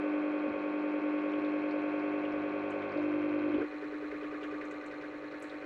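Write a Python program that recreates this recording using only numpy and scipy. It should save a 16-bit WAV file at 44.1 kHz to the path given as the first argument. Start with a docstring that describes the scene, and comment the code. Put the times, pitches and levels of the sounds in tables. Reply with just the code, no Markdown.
"""On a kitchen counter an ice cream maker runs while custard is poured in with small ringing bubbles.
Its synchronous motor hums at multiples of 50 Hz; a gear turning ten times a second grinds, sings and
taps alike on every turn, shaking housing and lid. As the paddle takes up load it catches and bumps,
and the drive strains, binds, then knocks for a moment. The sound is heard first from beside the bowl,
then from above the lid, where the drive runs freely again."""
import sys
import numpy as np
from scipy import signal
from scipy.fft import rfft, irfft
from scipy.io import wavfile
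from scipy.ndimage import uniform_filter1d

SR = 44100
rng = np.random.default_rng(int(sys.argv[2]) if len(sys.argv) > 2 else 0)


def master_out(mix):
    """Clip the mix to full scale and print it as 16-bit PCM to the path in sys.argv[1]."""
    frames = np.transpose(np.atleast_2d(mix))
    ceiling = np.clip(frames, -1, 1)
    pcm = np.round(ceiling * 32767).astype(np.int16)
    wavfile.write(sys.argv[1], SR, pcm)


N = 249165
TIME = np.arange(N) / SR
MOTOR_HZ, GEAR_HZ = 50, 10  # turns a second
KNOCK_S, KNOCK_ATTACK_S = 2.95, 0.016  # the drive breaks free and starts to knock

# catches of the paddle: start_s, level_db, hum_sag_db, sag_peak_s, pitch_ratio
PADDLE_JOLTS = [(.36, -51, 2, 0.023, 1.2), (.462, -37, 6.5, 0.09, 0.89), (0.72, -52, 5, 0.01, 1.2),
                (0.987, -44, 10, 0.014, 1.2), (1.372, -38.5, 4, 0.019, 1.04), (2.974, -37.5, 1, .01, 1.8),
                (3.395, -39, 12, 0.01, 1), (3.482, -35, 7, 0.019, 1), (3.53, -32, -0.5, 0.0093, 0.93),
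                (3.572, -35, 16, 0.015, 1.25), (3.606, -33.5, -4, 0.012, 1.4)]
# the main hum above the lid: time_s, level_db
HUM_LEVEL_ABOVE = [(3.76, -45.5), (3.87, -41.5), (4.55, -42), (4.8, -46)]


def undb(db):
    """Decibels as an amplitude ratio."""
    return 10 ** (np.asarray(db) / 20)


def curve(rows, column=1):
    """Linear interpolation of one table column in time."""
    rows = np.array(rows)
    return np.interp(TIME, rows[:, 0], rows[:, column])


def ramp(start_s, length_s):
    """A linear rise from 0 to 1."""
    return np.clip((TIME - start_s) / length_s, 0, 1)


def walk(rate_hz):
    """Smooth random modulation with a spread near 1."""
    knots = (np.arange(int(rate_hz * N / SR) + 3) - rng.random()) / rate_hz
    return 1.2 * np.interp(TIME, knots, rng.standard_normal(len(knots)))


def cycle(hz, crest_s):
    """Periodic modulation: a cosine with a crest at crest_s."""
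    return np.cos(2 * np.pi * hz * (TIME - crest_s))


def swell(age, peak_s):
    """The envelope of a damped response to a soft push: it rises to 1 and decays."""
    u = np.maximum(age, 0) / peak_s
    return (u * np.exp(1 - u)) ** 3


def ring(age, hz, peak_s):
    """Damped vibration of one softly pushed mode."""
    return swell(age, peak_s) * np.sin(2 * np.pi * hz * age)


def each_turn(turn_hz, start_s, hz, peak_s):
    """Periodic impacts on one mode, each ringing on under the next."""
    age = (TIME[:SR // turn_hz] - start_s) % (1 / turn_hz)
    return np.resize(ring(age, hz, peak_s) + ring(age + 1 / turn_hz, hz, peak_s), N)


def band(x, hz, width_hz):
    """A resonance as a band-pass filter; rms 1."""
    edges = np.clip([hz - width_hz / 2, hz + width_hz / 2], 20, SR / 2 - 100)
    y = signal.sosfilt(signal.butter(2, edges, "band", fs=SR, output="sos"), x)
    return y / y.std()


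def colour(x, rows, column=1):
    """Spectral shaping: white noise of rms 1 takes on a density in dB per Hz."""
    rows = np.array(rows)
    hz = np.maximum(np.arange(N // 2 + 1) * SR / N, 1)
    db = np.interp(np.log(hz), np.log(rows[:, 0]), rows[:, column])
    return irfft(rfft(x) * undb(db) * np.sqrt(SR / 2), N)


def hum(above, binding, knocking, level_db=-34.5, catch_db=12, catch_s=0.04):
    """Resonance of the housing at the sixth motor harmonic; it fades in binding, returns in knocking."""
    catch = ramp(KNOCK_S - 2 * catch_s, catch_s)  # a deep dip just before the knocking
    before_knock = undb(-catch_db * catch) * (1 - 0.74 * binding) * (1 - ramp(KNOCK_S, KNOCK_ATTACK_S))
    beside = undb(level_db) * (before_knock * (1 - above) + knocking)
    level = beside + above * undb(curve(HUM_LEVEL_ABOVE))
    sag_db = sum(db * swell(TIME - start_s, peak_s) for start_s, _, db, peak_s, _ in PADDLE_JOLTS)
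    throb_db = (0.1 + 1.9 * above) * cycle(GEAR_HZ, 0.075)
    gain = level * undb(walk(8) + throb_db - sag_db)
    return np.sqrt(2) * gain * np.sin(2 * np.pi * 6 * MOTOR_HZ * TIME + 0.2 * walk(6))


def drone(strain, binding):
    """Forced vibration: load brings up the second and third motor harmonics and a faint rumble."""
    phase = 2 * np.pi * MOTOR_HZ * TIME
    rumble = undb(-9) * band(rng.standard_normal(N), hz=130, width_hz=100)
    harmonics = np.sin(2 * phase) + undb(2 * walk(10)) * np.sin(3 * phase)
    return np.sqrt(2) * undb(-80 + 10 * strain + 9.5 * binding) * (harmonics + rumble)


def tones(above, strain, knocking, waver_db=1.4, damped_hz=1100, damped_db=10):
    """A line spectrum locked to the mains; strain and knocking favour the odd motor harmonics."""
    # steady tones of motor and gears: pitch_hz, beside_db, above_db
    partials = [(150, -78, -70.5), (200, -57.5, -84), (250, -59, -67), (400, -47, -62), (600, -51.5, -64),
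                (650, -60, -67.5), (750, -62, -62), (760, -58, -74), (900, -56, -63), (1050, -60, -73),
                (1100, -52.5, -66), (1150, -60, -68), (1200, -61, -70), (1250, -72, -64), (1400, -58, -68),
                (1450, -68, -69), (1500, -55.5, -67), (1550, -64, -68), (1600, -63, -80),
                (1700, -62.5, -65), (1850, -69, -77), (2000, -68, -71), (2050, -65.5, -73),
                (2150, -60, -76), (2250, -65, -78), (2300, -65, -78), (2350, -65.5, -84),
                (2450, -61.5, -65), (2500, -63, -78), (2550, -69, -79), (2650, -65, -76), (3150, -77, -90)]
    out = 0
    for hz, beside_db, above_db in partials:
        odd = hz % (2 * MOTOR_HZ) == MOTOR_HZ
        load_db = 0.5 * strain + 1.5 * knocking if odd else -0.5 * strain - 4 * knocking
        if hz == damped_hz:
            load_db -= damped_db * knocking
        db = beside_db + above * (above_db - beside_db) + load_db + waver_db * walk(4.8)
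        out += undb(db) * np.sin(2 * np.pi * (hz * TIME + rng.random()) + 0.3 * walk(4))
    return np.sqrt(2) * out


def strain_tone(hz=700):
    """A motor harmonic that grows under load and gives way when the drive knocks."""
    # the tone's envelope: time_s, level_db
    levels = [(1.1, -56), (1.9, -50), (2.8, -52), (3.05, -59.5), (3.55, -61.5), (3.7, -80)]
    return np.sqrt(2) * undb(curve(levels)) * np.sin(2 * np.pi * hz * TIME + 0.15 * walk(5))


def knocks(above, knocking, level_db=-34, idle_share=0.36):
    """Periodic impact: the drive strikes the housing once a motor turn, lightly until it breaks free."""
    strength = idle_share * (1 - above) + (1 - idle_share) * knocking
    return strength * undb(level_db) * each_turn(MOTOR_HZ, start_s=0.01767, hz=340, peak_s=0.0085)


def teeth(turn_hz):
    """Periodic noise: the roughness of one wheel repeats on every turn; rms 1."""
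    size = int(SR / turn_hz)
    hz = turn_hz * np.arange(size // 2 + 1)
    own = (hz % MOTOR_HZ > 0) | (turn_hz == MOTOR_HZ)  # the gear omits the motor's harmonics
    turn = irfft(own * np.exp(2j * np.pi * rng.random(len(hz))), size)
    return np.resize(turn / turn.std(), N)


def grinding(motor_share):
    """Roughness excitation: pinion and gear repeat their noise while slower wheels shift the contact."""
    weights = np.array([walk(2) for _ in range(4)])
    creep = sum(w * teeth(GEAR_HZ) for w in weights) / np.linalg.norm(weights, axis=0)
    rough = motor_share * teeth(MOTOR_HZ) + 0.5 * teeth(GEAR_HZ) + 0.45 * creep
    rough += 0.25 * rng.standard_normal(N)
    # more of the treble is pure chance
    hiss_share = np.interp(np.arange(N // 2 + 1) * SR / N, [2700, 3800], [0, 0.15])
    hiss = np.sqrt(hiss_share) * rfft(rng.standard_normal(N))
    return irfft(np.sqrt(1 - hiss_share) * rfft(rough / rough.std()) + hiss, N)


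def pressure(ripple_db, ripple_s, sway_db, sway_s):
    """Amplitude modulation: tooth pressure ripples twice a motor turn, sways once a gear turn; rms 1."""
    gain = undb(ripple_db * cycle(2 * MOTOR_HZ, ripple_s) + sway_db * cycle(GEAR_HZ, sway_s))
    return gain / np.sqrt(np.mean(gain ** 2))


def contact(centre_s, spread_s):
    """A Gaussian pulse: a brief touch at one place of every gear turn."""
    offset_s = (((TIME[:SR // GEAR_HZ] - centre_s) * GEAR_HZ + 0.5) % 1 - 0.5) / GEAR_HZ
    return np.resize(np.exp(-0.5 * (offset_s / spread_s) ** 2), N)


def scrapes(rows, scatter_db=2):
    """Friction noise: rough teeth pass once a gear turn, each exciting its own resonance."""
    rough = grinding(motor_share=0.1)
    return sum(band(rough, hz, width_hz) * contact(centre_s, spread_s) * undb(db + scatter_db * walk(9.1))
               for centre_s, spread_s, hz, width_hz, db in rows)


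def whine(rows, scatter_db=1.4):
    """Tone bursts: smooth teeth sing in turn, roughened a little by phase modulation."""
    out, wobble = 0, 0.3 * walk(6.4) + 0.15 * walk(350)
    for centre_s, spread_s, hz, db in rows:
        envelope = undb(db + scatter_db * walk(7.6)) * contact(centre_s, spread_s)
        out += envelope * np.sin(2 * np.pi * hz * TIME + wobble)
    return np.sqrt(2) * out


def gears(above, strain):
    """Source and filter: grinding sounds through the housing, joined by scraping and singing teeth."""
    # the housing's response to grinding: frequency_hz, beside_db_per_hz, above_db_per_hz
    housing = [(112, -94.5, -99), (233, -79, -99.5), (295, -69, -70), (420, -73, -78.5), (595, -74.5, -79),
               (730, -78, -88.5), (1100, -79, -83.5), (1610, -81.5, -88.5), (1830, -83.5, -86),
               (2090, -83.5, -85), (2710, -85, -92.5), (2890, -95, -95.5), (3240, -92.5, -101),
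               (3600, -103, -102), (3980, -100, -100), (4380, -102, -103), (4340, -106.5, -114),
               (6750, -121, -114), (10500, -139, -131)]
    # rough teeth within a turn: centre_s, spread_s, pitch_hz, width_hz, level_db
    rough_beside = [(.02, .002, 5800, 1200, -77), (.094, .005, 4050, 800, -68),
                    (.039, .0015, 2550, 450, -55)]
    rough_above = [(.021, .007, 2000, 600, -54), (.036, .014, 1600, 550, -52),
                   (.055, .009, 1750, 600, -53.5), (.043, .0018, 4100, 520, -61),
                   (.085, .004, 4100, 400, -64), (.013, .002, 3950, 600, -66), (.024, .005, 3950, 600, -69),
                   (.062, .002, 4000, 500, -68), (.075, .002, 4050, 450, -67), (.019, .005, 5500, 350, -77),
                   (.044, .0025, 5550, 300, -73.5)]
    # smooth teeth within a turn: centre_s, spread_s, pitch_hz, level_db
    smooth_beside = [(.019, .003, 2620, -55), (.029, .006, 2240, -52), (.039, .004, 2330, -54),
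                     (.058, .0045, 2520, -52.5), (.079, .003, 2470, -57), (.02, .004, 1500, -51),
                     (.06, .004, 1500, -52), (.038, .004, 3120, -67), (.056, .004, 3230, -68),
                     (.021, .004, 3200, -68)]
    smooth_above = [(.013, .005, 2010, -55), (.015, .005, 2500, -58), (.023, .005, 1900, -58),
                    (.016, .004, 1500, -56), (.033, .005, 1570, -56), (.036, .003, 2930, -65),
                    (.065, .005, 2420, -57), (.069, .005, 2100, -60)]
    # above the lid singing gives way to rasping: time_s, scrape_gain_db, whine_gain_db
    balance = [(3.8, -1.5, -1.5), (4.1, -1, 2.5), (4.55, -1, 2), (4.75, -1, 4.5), (5.04, 1.5, -2.5),
               (5.16, -4.5, -7), (5.33, 2.5, -7), (5.6, -1.5, 0)]
    side = grinding(motor_share=0.2) * pressure(ripple_db=3.5, ripple_s=0.0095, sway_db=0.5, sway_s=0.027)
    side = colour(side, housing) + scrapes(rough_beside) + whine(smooth_beside)
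    top = grinding(motor_share=0.15) * pressure(ripple_db=3.5, ripple_s=0.0042, sway_db=-1.7, sway_s=0.026)
    top = colour(top, housing, column=2) + scrapes(rough_above) * undb(curve(balance))
    top += whine(smooth_above) * undb(curve(balance, column=2))
    return (np.sqrt(1 - above) * side + np.sqrt(above) * top) * undb(-1 + 0.5 * strain)


def lid():
    """Narrow-band resonance: grinding makes the lid sing, throbbing slightly with the gear."""
    # the lid's envelope: time_s, level_db
    levels = [(.1, -54.5), (.8, -58.5), (1.5, -60.5), (2.4, -55), (3.2, -66.5), (3.9, -64.5), (4.25, -54.5),
              (4.6, -52.5), (4.9, -59), (5.15, -69)]
    shaken = band(grinding(motor_share=0.15), hz=1164, width_hz=100)
    running_rms = np.sqrt(uniform_filter1d(shaken ** 2, 2 * SR // GEAR_HZ))
    return shaken / running_rms * undb(curve(levels) + 0.5 * cycle(GEAR_HZ, 0.034))


def taps(rows, low_gain_db=0, low_hz=450, scatter_db=1.3):
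    """Impacts of varying strength ring their modes at the same places of every gear turn."""
    out = 0
    for start_s, hz, peak_s, db in rows:
        strength = undb(db + low_gain_db * (hz < low_hz) + scatter_db * walk(10))
        out += strength * each_turn(GEAR_HZ, start_s, hz, peak_s)
    return out


def backlash(above):
    """Play between the teeth closes with an impact; above the lid the low taps follow the hum's level."""
    # taps within a gear turn: start_s, pitch_hz, peak_s, level_db
    taps_beside = [(.037, 552, .0061, -32.3), (.057, 552, .0061, -31.5), (.077, 552, .0061, -33),
                   (.097, 547, .006, -37.5), (.018, 400, .007, -45)]
    taps_above = [(.001, 535, .0055, -41.5), (.021, 535, .0055, -41.5), (.041, 535, .0055, -42),
                  (.081, 535, .005, -44.5), (.0165, 408, .013, -39.5), (.0533, 408, .008, -45),
                  (.0765, 408, .006, -49), (.035, 330, .016, -52)]
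    hum_change_db = curve(HUM_LEVEL_ABOVE) - np.mean(HUM_LEVEL_ABOVE, axis=0)[1]
    return (1 - above) * taps(taps_beside) + above * taps(taps_above, low_gain_db=1.5 * hum_change_db)


def kitchen_air(above):
    """Ambient noise, strongest in the bass and louder above the lid."""
    # the air's spectrum: frequency_hz, density_db_per_hz
    spectrum = [(20, -100), (60, -96), (95, -98), (150, -95), (1000, -110), (5000, -128), (10000, -138),
                (16000, -139)]
    return colour(rng.standard_normal(N), spectrum) * undb(2 * walk(3) + 6.7 * above - 1.5)


def jolts(detune=0.027):
    """Modal ringing: each catch of the paddle bumps the housing at slightly different pitches."""
    # modes of the housing: pitch_hz, peak_s, gain_db
    modes = [(130, 0.0061, -16.5), (272, 0.019, -3), (324, 0.017, 0.5), (383, .008, -8),
             (560, 0.0022, -10.5)]
    out = np.zeros(N)
    for start_s, db, _, _, pitch_ratio in PADDLE_JOLTS:
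        part = slice(int(start_s * SR), int(start_s * SR) + SR // 10)
        for mode_hz, peak_s, mode_db in modes:
            hz = mode_hz * pitch_ratio * (1 + detune * rng.standard_normal())
            out[part] += undb(db + mode_db) * ring(TIME[part] - start_s, hz, peak_s)
    return out


def thuds():
    """Low noise bursts: the bowl shifts with a soft, unpitched thud."""
    # shifts of the bowl: start_s, peak_s, centre_hz, level_db
    shifts = [(.485, 0.032, 85, -57), (1.385, 0.03, 115, -62), (2.29, .06, 75, -59.5),
              (3.555, 0.02, 60, -55)]
    return sum(undb(db) * swell(TIME - start_s, peak_s) * band(rng.standard_normal(N), hz, width_hz=hz)
               for start_s, peak_s, hz, db in shifts)


def drips(attack_s=0.001, decay_s=0.005, rise_per_s=1.5, splash_db=-5, splash_s=0.013):
    """Bubble resonance: each bubble of the pour rings briefly, rising in pitch, inside a soft splash."""
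    # bubbles in the custard: start_s, pitch_hz, level_db
    bubbles = [(1.18, 2800, -48.5), (1.295, 3720, -56.5), (1.335, 3080, -49.5), (1.446, 3600, -50),
               (1.709, 4270, -54.5), (1.79, 3100, -54), (2.25, 2800, -47), (2.657, 3130, -56),
               (2.718, 2800, -52)]
    out, age = np.zeros(N), TIME[:SR // 8]
    onset = 1 - np.exp(-age / attack_s)
    for start_s, hz, db in bubbles:
        bubble = np.exp(-age / decay_s) * np.sin(2 * np.pi * hz * age * (1 + rise_per_s * age / 2))
        spray = band(rng.standard_normal(len(age)), hz, 0.24 * hz)
        splash = undb(splash_db) * np.exp(-age / splash_s) * spray
        out[int(start_s * SR):][:len(age)] += undb(db) * onset * (bubble + splash)
    return out


def ticks(rise_s=0.00023, decay_s=0.0082, tail_db=-17, tail_s=0.08):
    """Transients: short noise bursts, each with a faint tail of kitchen reverberation."""
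    # ticks of custard, paddle and plastic: start_s, centre_hz, level_db
    tick_events = [(1.384, 11500, -78.5), (2.703, 7150, -66.5), (2.82, 3300, -56), (1.99, 4600, -68),
                   (2.32, 4800, -68), (2.917, 4500, -63), (2.972, 4000, -59), (3.025, 6030, -74),
                   (3.541, 3030, -51), (3.613, 1520, -39.5), (4.115, 2040, -45), (4.232, 2950, -53),
                   (4.431, 2800, -47.5), (4.435, 6500, -67), (4.613, 1990, -43), (4.65, 6750, -67),
                   (4.71, 6940, -64), (4.861, 7000, -64), (5.398, 10200, -73), (5.423, 7500, -56.5),
                   (5.425, 10500, -74), (5.495, 3730, -53.5)]
    out, age = np.zeros(N), TIME[:SR // 5]
    decay = np.exp(-age / decay_s) + undb(tail_db) * np.exp(-age / tail_s)
    envelope = (1 - np.exp(-age / rise_s)) ** 2 * decay
    for start_s, hz, db in tick_events:
        burst = undb(db) * envelope * band(rng.standard_normal(len(age)), hz, 0.27 * hz)
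        part = out[int(start_s * SR):][:len(age)]
        part += burst[:len(part)]
    return out


def scene(change_s=3.64, change_length_s=0.076):
    """Superposition of all sources, heard first from beside the bowl and then, after a brief crossfade, from
    above the lid."""
    above = ramp(change_s - change_length_s / 2, change_length_s)
    strain = ramp(start_s=1, length_s=0.62) * (1 - above)  # custard loads the paddle
    binding = ramp(start_s=2, length_s=KNOCK_S - 2) * (1 - above)
    knocking = ramp(KNOCK_S, KNOCK_ATTACK_S) * (1 - above)
    tapping = backlash(above)
    motor = hum(above, binding, knocking) + drone(strain, binding) + tones(above, strain, knocking)
    motor += strain_tone() + knocks(above, knocking)
    air = kitchen_air(above)
    machine = motor + gears(above, strain) + lid() + tapping
    return (machine + air + jolts() + thuds() + drips() + ticks())[None]


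def record(dry, top_hz=15700):
    """A steep low-pass filter removes the highest treble."""
    return signal.sosfilt(signal.ellip(8, 0.2, 70, top_hz, fs=SR, output="sos"), dry)


dry = scene()
out = record(dry)
master_out(out)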